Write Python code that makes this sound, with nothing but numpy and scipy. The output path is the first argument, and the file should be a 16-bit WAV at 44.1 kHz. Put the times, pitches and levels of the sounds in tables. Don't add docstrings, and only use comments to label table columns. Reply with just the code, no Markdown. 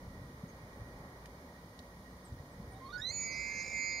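import sys
import numpy as np
from scipy import signal
from scipy.fft import rfft, irfft, next_fast_len
from scipy.io import wavfile
from scipy.ndimage import uniform_filter1d, map_coordinates

SR = 44100
rng = np.random.default_rng(int(sys.argv[2]) if len(sys.argv) > 2 else 0)


def pcm_store(signal):
    levels = np.round(np.clip(np.atleast_2d(signal), -1, 1) * 32767)
    wavfile.write(sys.argv[1], SR, levels.astype(np.int16).T)


N = 176400
TIME_S = np.arange(N) / SR

# pitch_hz, gain_db
RUSH_COLOUR = [(15, -46), (25, -19), (49, -4), (169, -6), (272, -4.5), (305, -11), (541, -9.5),
               (595, -13.5), (1020, -12.5), (1490, -23.5), (1910, -24.5), (2400, -30.5), (3120, -82)]
# pitch_hz, width_db
RUSH_WIDTH = [(200, -44.5), (380, -18.5), (700, -11.5), (1290, 0.5), (2400, 10)]
# time_s, relative_level_db
GUST_LEVELS = [(0, -53.5), (.3, -50), (.7, -59), (.85, -52), (1.3, -67.5), (2.2, -58.5), (2.35, -47.5),
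               (2.5, -56), (2.66, -48), (2.8, -54), (3.4, -57), (3.55, -84)]
# pitch_hz, gain_db
GUST_COLOUR = [(30, -6), (60, -7), (120, -1.5), (200, -12), (320, -13), (500, -62)]
# pitch_hz, width_hz, level_db
HUM_TONES = [(1899.6, 63.4, -75.5), (181.6, 4.1, -66.5), (490.3, 17, -73), (569.6, 110, -66)]
# pitch_hz, gain_db
HISS_COLOUR = [(1500, -26), (2800, -1), (4000, 1.5), (6200, -0.5), (7200, -3.5), (9000, -3.5), (15700, -9)]
# start_s, relative_level_db, pitch_hz
WIND_THUMPS = [(0.184, -38, 93), (0.207, -40, 114), (0.239, -37, 126), (0.628, -39, 117),
               (0.839, -41.5, 100), (0.428, -29, 170), (0.808, -33, 99), (0.995, -40, 148),
               (2.315, -32.5, 93), (2.392, -33, 117.8), (2.59, -35, 162.6), (2.669, -37, 81.6),
               (3.099, -40, 94.2)]
# start_s, length_s, start_pitch_hz, end_pitch_hz, level_db, left_over_right_db
BIRD_CHIPS = [(2.24, 0.06, 9700, 7560, -58, -17), (2.7, 0.06, 10600, 8750, -65.5, -4),
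              (2.1, .045, 8800, 7700, -72, -10), (2.51, 0.034, 8400, 7990, -66, 3),
              (0.476, 0.042, 7100, 6340, -66.5, -12)]
# start_s, relative_level_db, ring_hz, treble_limit_hz
CAMERA_TICKS = [(1.2575, -43, 1900, 8000), (1.7912, -45, 4000, 4500)]
# time_s, level_db
BREATH_LEVELS = [(2.6, -100), (2.78, -74), (2.9, -68), (2.96, -59), (3.03, -66), (3.12, -76)]
# pitch_hz, width_hz, gain_db
THROAT_BANDS = [(3750, 260, 5), (5800, 1400, -15)]
# time_s, pitch_hz, then level_db for each of harmonics 1 to 4
WHISTLE_CLIMB = [(2.73, 749, -59.5, -68, -63, -85), (2.775, 775, -55.5, -82, -79, -87),
                 (2.803, 795, -77, -74, -80, -85), (2.808, 1025, -54.5, -61, -83.5, -86),
                 (2.85, 1077, -48.5, -70, -71.5, -69), (2.882, 1073, -48, -60, -74, -60.5),
                 (2.888, 1136, -48, -69, -72, -69), (2.918, 1202, -48.5, -65, -57, -77),
                 (2.928, 1453, -46.5, -67.5, -53, -68), (2.95, 1473, -46.5, -65, -55, -64),
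                 (2.972, 1467, -45.5, -82, -58, -63), (2.978, 1625, -52.5, -68, -58, -56),
                 (2.995, 1710, -44, -75, -56, -57.5), (3.008, 1720, -43.5, -61, -59.5, -55),
                 (3.019, 1846, -50, -38.5, -54.5, -57), (3.035, 1910, -55, -39.5, -60, -82),
                 (3.055, 1990, -47, -35.5, -65, -90), (3.075, 2020, -54, -36, -50.5, -62),
                 (3.1, 2077, -47.5, -40.5, -39.5, -60), (3.108, 2112, -38.5, -35.5, -43.5, -83)]
# time_s, roughness (0 to 1)
VOICE_ROUGHNESS = [(2.99, .2), (3.05, .07), (3.25, .08), (3.45, .2), (3.62, .15), (3.632, .36), (3.728, .3),
                   (3.74, .1)]
# time_s, pitch_hz, folds_hz, then level_db, centre, spread for harmonics 1 to 3.
WHISTLE_HOLD = [(3.125, 2250, 273.3, -52.5, 1.05, -40, 0.1, 0.6, -46, 0.79, 1.21),
                (3.15, 2277, 260, -52, 0.95, -49, -0.64, 1.1, -39, 0, 0.78),
                (3.2, 2296, 239.6, -46, 0.95, -56, -0.25, 1.18, -33.5, -0.36, 0.66),
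                (3.26, 2286, 239.5, -40.5, 0.848, -57, 1.06, 2.6, -39.5, -0.4, 1.04),
                (3.3, 2290, 225.4, -41.5, 1.03, -50, -0.1, 1.3, -44.5, -1.05, 0.82),
                (3.34, 2287, 225, -42, 1.22, -52, 1.4, 3.1, -59, -2.53, 2.6),
                (3.4, 2291, 212.5, -39, 1.246, -56.5, 1, 3, -51.5, 0.49, 2.9),
                (3.53, 2313, 203, -41.5, 1.44, -61, 1, 3.4, -53, -1.9, 2.3),
                (3.61, 2304, 211.2, -40.5, 1.353, -55.5, 1.3, 3.53, -50, -1.9, 2.8),
                (3.64, 2328, 210.7, -42.5, 1.4, -59.5, 1.5, 4.4, -53.5, -0.36, 3.1),
                (3.72, 2331, 208, -41.5, 1.3, -60, 2.7, 4.5, -51.5, -1, 2.4),
                (3.75, 2307, 202.6, -37.5, 1.304, -62, 1, 3.55, -50.5, 0.12, 2.8),
                (3.82, 2294, 203.7, -37.5, 1.29, -53, 0.5, 2.39, -44.5, 0.027, 1.86),
                (3.9, 2299, 200.4, -39, 1.3, -50.5, 0.8, 2.35, -46.5, -0.5, 1.6),
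                (3.975, 2300, 200.7, -41.5, 1.27, -52, 0.29, 2.3, -48, -0.67, 1.35)]
# time_s, centre (in sidebands)
FIRST_HARMONIC_CENTRE = [(3.15, 0.16), (3.36, -.3)]
SIDEBAND_GAINS = [
    [5, 20, -15, 5.1, -1, 3.2, 5, -17, -40],
    [1.6, 5, 6.5, 3.2, -5.5, 3.6, -1, -1, 2.5],
    [2.2, 0.5, 2, 0.87, 1.5, 0.91, -7, -27, -45],
]
# time_s, level_db
FOURTH_HARMONIC = [(3.13, -77), (3.16, -63), (3.22, -61.5), (3.33, -78.5)]
# pitch_hz, left_over_right_db, left_lead_rad
ELK_DIRECTION = [(1070, -3.5, 0), (1470, -9, 0), (2100, -12.5, .65), (2300, -6.5, .68), (2500, -4.7, .5),
                 (4400, -11, 0), (4800, -6, -.15), (6900, -8.5, .1)]
# pitch_hz, width_hz
HOUSING_DIPS = [(2620, 286), (7750, 1080)]

LEAN_HZ = 2208
CALL_START = int(2.6 * SR)


def amp(db):
    return 10 ** (np.asarray(db) / 20)


def unit(x):
    return x / np.sqrt(np.mean(x ** 2) + 1e-20)


def along(points, hz):
    pitches, values = np.transpose(points)
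    return np.interp(np.log(hz + 1), np.log(pitches + 1), values)


def curves(rows):
    times, *columns = np.transpose(rows)
    return [np.interp(TIME_S, times, column) for column in columns]


def wobble(rate_hz, size=N):
    points = rng.standard_normal(int(size * rate_hz / SR) + 4)
    return map_coordinates(points, [np.arange(size) * rate_hz / SR])


def filtered(x, response):
    size = next_fast_len(N + SR // 2)
    return irfft(rfft(x, size) * response(np.fft.rfftfreq(size, 1 / SR)), size)[..., :N]


def colour(points):
    return lambda f: amp(along(points, f)) * (f > points[0][0]) * (f < points[-1][0])


def band(f, hz, width_hz):
    return 1 / (1 + ((f - hz) / width_hz * 2) ** 2)


def resonance(f, hz, width_hz):
    return 1j * f * width_hz / (hz ** 2 - f ** 2 + 1j * f * width_hz)


def panned(left_over_right_db):
    return amp(np.vstack([left_over_right_db, -left_over_right_db]) / 2)


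def phase_of(hz):
    return 2 * np.pi * np.cumsum(hz) / SR


def fade(inside_s, length_s):
    return np.clip(inside_s / length_s + 1, 0, 1)


def wind_and_surf(level_db=-55, patch_db=0.92, lean_db=-6):
    spectrum = signal.stft(rng.standard_normal((2, N)), nperseg=512)[2]
    patches = uniform_filter1d(rng.standard_normal(spectrum.shape[1:]), size=4, axis=0)
    patches = uniform_filter1d(patches, size=10, axis=1)
    shared, side = signal.istft(spectrum * amp(patch_db * unit(patches)), nperseg=512)[1][:, :N]
    shared = filtered(shared, colour(RUSH_COLOUR))
    side = filtered(side, lambda f: colour(RUSH_COLOUR)(f) * amp(along(RUSH_WIDTH, f)))
    ears = np.array([shared + side, shared - side]) / np.std(shared)
    rush = filtered(ears, lambda f: panned(lean_db * np.minimum(f / LEAN_HZ, 1) ** 2))
    return amp(level_db + 1.04 * wobble(1.94)) * rush


def gusts(trim_db=-2):
    lumps = amp(2.5 * wobble(20)) * filtered(rng.standard_normal(N), colour(GUST_COLOUR))
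    return amp(curves(GUST_LEVELS)[0] + trim_db) * unit(lumps)


def hums(drone_hz=62, waver_hz=5, drone_db=-58, lean_db=-28):
    out = amp(drone_db + 1.5 * wobble(5)) * np.sin(phase_of(drone_hz + waver_hz * wobble(12)))
    for hz, width_hz, db in HUM_TONES:
        hum = unit(filtered(rng.standard_normal(N), lambda f: band(f, hz, width_hz)))
        out = out + amp(db) * panned(lean_db * (hz / LEAN_HZ) ** 2) * hum
    return out


def hiss(level_db=-66):
    return amp(level_db) * unit(filtered(rng.standard_normal((2, N)), colour(HISS_COLOUR)))


def thumps(trim_db=-4, width_cycles=0.75, peak_delay_s=0.01237):
    out = np.zeros(N)
    for start_s, db, hz in WIND_THUMPS:
        cycles = (TIME_S - start_s - peak_delay_s) * hz
        swell = np.exp(-(cycles / width_cycles) ** 2)
        out += amp(db + trim_db) * swell * np.cos(2 * np.pi * cycles + 3.3)
    return out


def birds(bend=3.4):
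    out = np.zeros((2, N))
    for start_s, length_s, start_hz, end_hz, db, pan_db in BIRD_CHIPS:
        start, size = int(start_s * SR), int(length_s * SR)
        progress = np.arange(size) / (length_s * SR)
        hz = end_hz + (start_hz - end_hz) * (1 - progress) ** bend
        swell = np.sin(np.pi * progress) ** 1.2
        tone = np.sin(phase_of(hz) + .9 * wobble(240, size))
        out[:, start:start + size] += amp(db) * panned(pan_db) * swell * tone
    return out


def ticks(fade_s=.02, bounce_s=.007, bounce_db=-14, ring_gain=2.5):
    out = np.zeros((2, N))
    decay = lambda s: (TIME_S >= s) * amp(-60 * np.abs(TIME_S - s) / fade_s)
    for start_s, db, ring_hz, top_hz in CAMERA_TICKS:
        hits = decay(start_s) + amp(bounce_db) * decay(start_s + bounce_s)
        burst = amp(db) * hits * rng.standard_normal((2, N))
        cut_bass = lambda f: 1j * f / ring_hz * resonance(f, ring_hz, ring_hz)
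        cut_treble = lambda f: 1 / (1 + 1j * f / top_hz) ** 2
        ring = lambda f: ring_gain * resonance(f, ring_hz, .2 * ring_hz)
        out += filtered(burst, lambda f: ring(f) + cut_bass(f) * cut_treble(f))
    return out


def elk_breath():
    throat = lambda f: sum(amp(db) * band(f, hz, width_hz) for hz, width_hz, db in THROAT_BANDS)
    level_db = curves(BREATH_LEVELS)[0] + 5.8 * wobble(40)
    return amp(level_db) * unit(filtered(rng.standard_normal(N), throat))


def elk_tone(level_db, phase, roughness, fuzz, rough_hz=130, breath_hz=467):
    level_db, phase = level_db[CALL_START:], phase[CALL_START:]
    roughness = fuzz * roughness[CALL_START:]
    flutter = lambda hz: wobble(hz, N - CALL_START)
    rasp = np.minimum(roughness, 1) * flutter(rough_hz)
    breath = fuzz * amp(-21) * flutter(breath_hz)
    drift = rng.uniform(0, 2 * np.pi) + roughness * flutter(rough_hz)
    shimmer_db = fuzz * .9 * flutter(16.31)
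    tone = np.sqrt(2) * amp(level_db + shimmer_db) * (1 + rasp + breath) * np.sin(phase + drift)
    return np.pad(tone, (CALL_START, 0))


def elk_climb(roughness, ring_hz=1470, ring_width_hz=13, ring_gain=1.8):
    hz, *levels_db = curves(WHISTLE_CLIMB)
    jump_speed = np.abs(np.gradient(np.log(hz))) * SR
    thinning_db = .55 * uniform_filter1d(jump_speed, size=150)
    whistle = sum(elk_tone(db - thinning_db, (k + 1) * phase_of(hz), roughness, fuzz=.5 + k)
                  for k, db in enumerate(levels_db))
    whistle *= fade(TIME_S - WHISTLE_CLIMB[0][0], length_s=.0166)
    whistle *= fade(WHISTLE_CLIMB[-1][0] - TIME_S, length_s=.01)
    return filtered(whistle, lambda f: 1 + ring_gain * resonance(f, ring_hz, ring_width_hz))


def elk_hold(roughness, stutter_hz=56, stutter_align_s=3.637):
    whistle_hz, folds_hz, *shapes = curves(WHISTLE_HOLD)
    shapes.insert(1, curves(FIRST_HARMONIC_CENTRE)[0])
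    whistle, folds = phase_of(whistle_hz), phase_of(folds_hz)
    beats = 1 + np.cos(2 * np.pi * stutter_hz * (TIME_S - stutter_align_s) + wobble(24.5))
    stutter_db = 45 * roughness ** 2 * beats
    out = elk_tone(curves(FOURTH_HARMONIC)[0], 4 * whistle, roughness, fuzz=2)
    for k, gains_db in enumerate(SIDEBAND_GAINS):
        db, centre, spread = shapes[3 * k:3 * k + 3]
        for sideband, gain_db in zip(range(-4, 5), gains_db):
            fall_db = 10 * ((sideband - centre) / np.maximum(spread, .5)) ** 2
            level_db = db + gain_db - fall_db - stutter_db * (sideband < 0)
            phase = (k + 1) * whistle + sideband * folds
            out += elk_tone(level_db, phase, roughness, fuzz=.15 + .35 * (k + abs(sideband)))
    return fade(TIME_S - WHISTLE_HOLD[0][0], length_s=.023) * out


def echo(call, gain_db=-14, fade_s=.2, top_hz=3000):
    tail = rng.standard_normal((2, SR // 2)) * amp(-60 * TIME_S[:SR // 2] / fade_s)
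    smeared = signal.fftconvolve(call[None], tail / np.linalg.norm(tail[0]), axes=1)[:, :N]
    return amp(gain_db) * filtered(smeared, lambda f: 1 / (1 + 1j * f / top_hz))


def elk():
    roughness = curves(VOICE_ROUGHNESS)[0]
    call = elk_breath() + elk_climb(roughness) + elk_hold(roughness)
    direction = np.array(ELK_DIRECTION)
    left_db, left_lead = direction[:, [0, 1]], direction[:, [0, 2]]
    left = lambda f: amp(along(left_db, f)) * np.exp(1j * along(left_lead, f))
    return filtered(call + echo(call), lambda f: np.array([left(f), np.ones_like(f)]))


def scene():
    return wind_and_surf() + gusts() + hums() + hiss() + thumps() + birds() + ticks() + elk()


def record(dry, top_hz=15750):
    dip = lambda f, hz, width_hz: np.abs(f - hz) / np.hypot(f - hz, width_hz / 2)
    housing = lambda f: np.prod([dip(f, *row) for row in HOUSING_DIPS], axis=0)
    return filtered(dry, lambda f: housing(f) * (f < top_hz))


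dry = scene()
out = record(dry)
pcm_store(out)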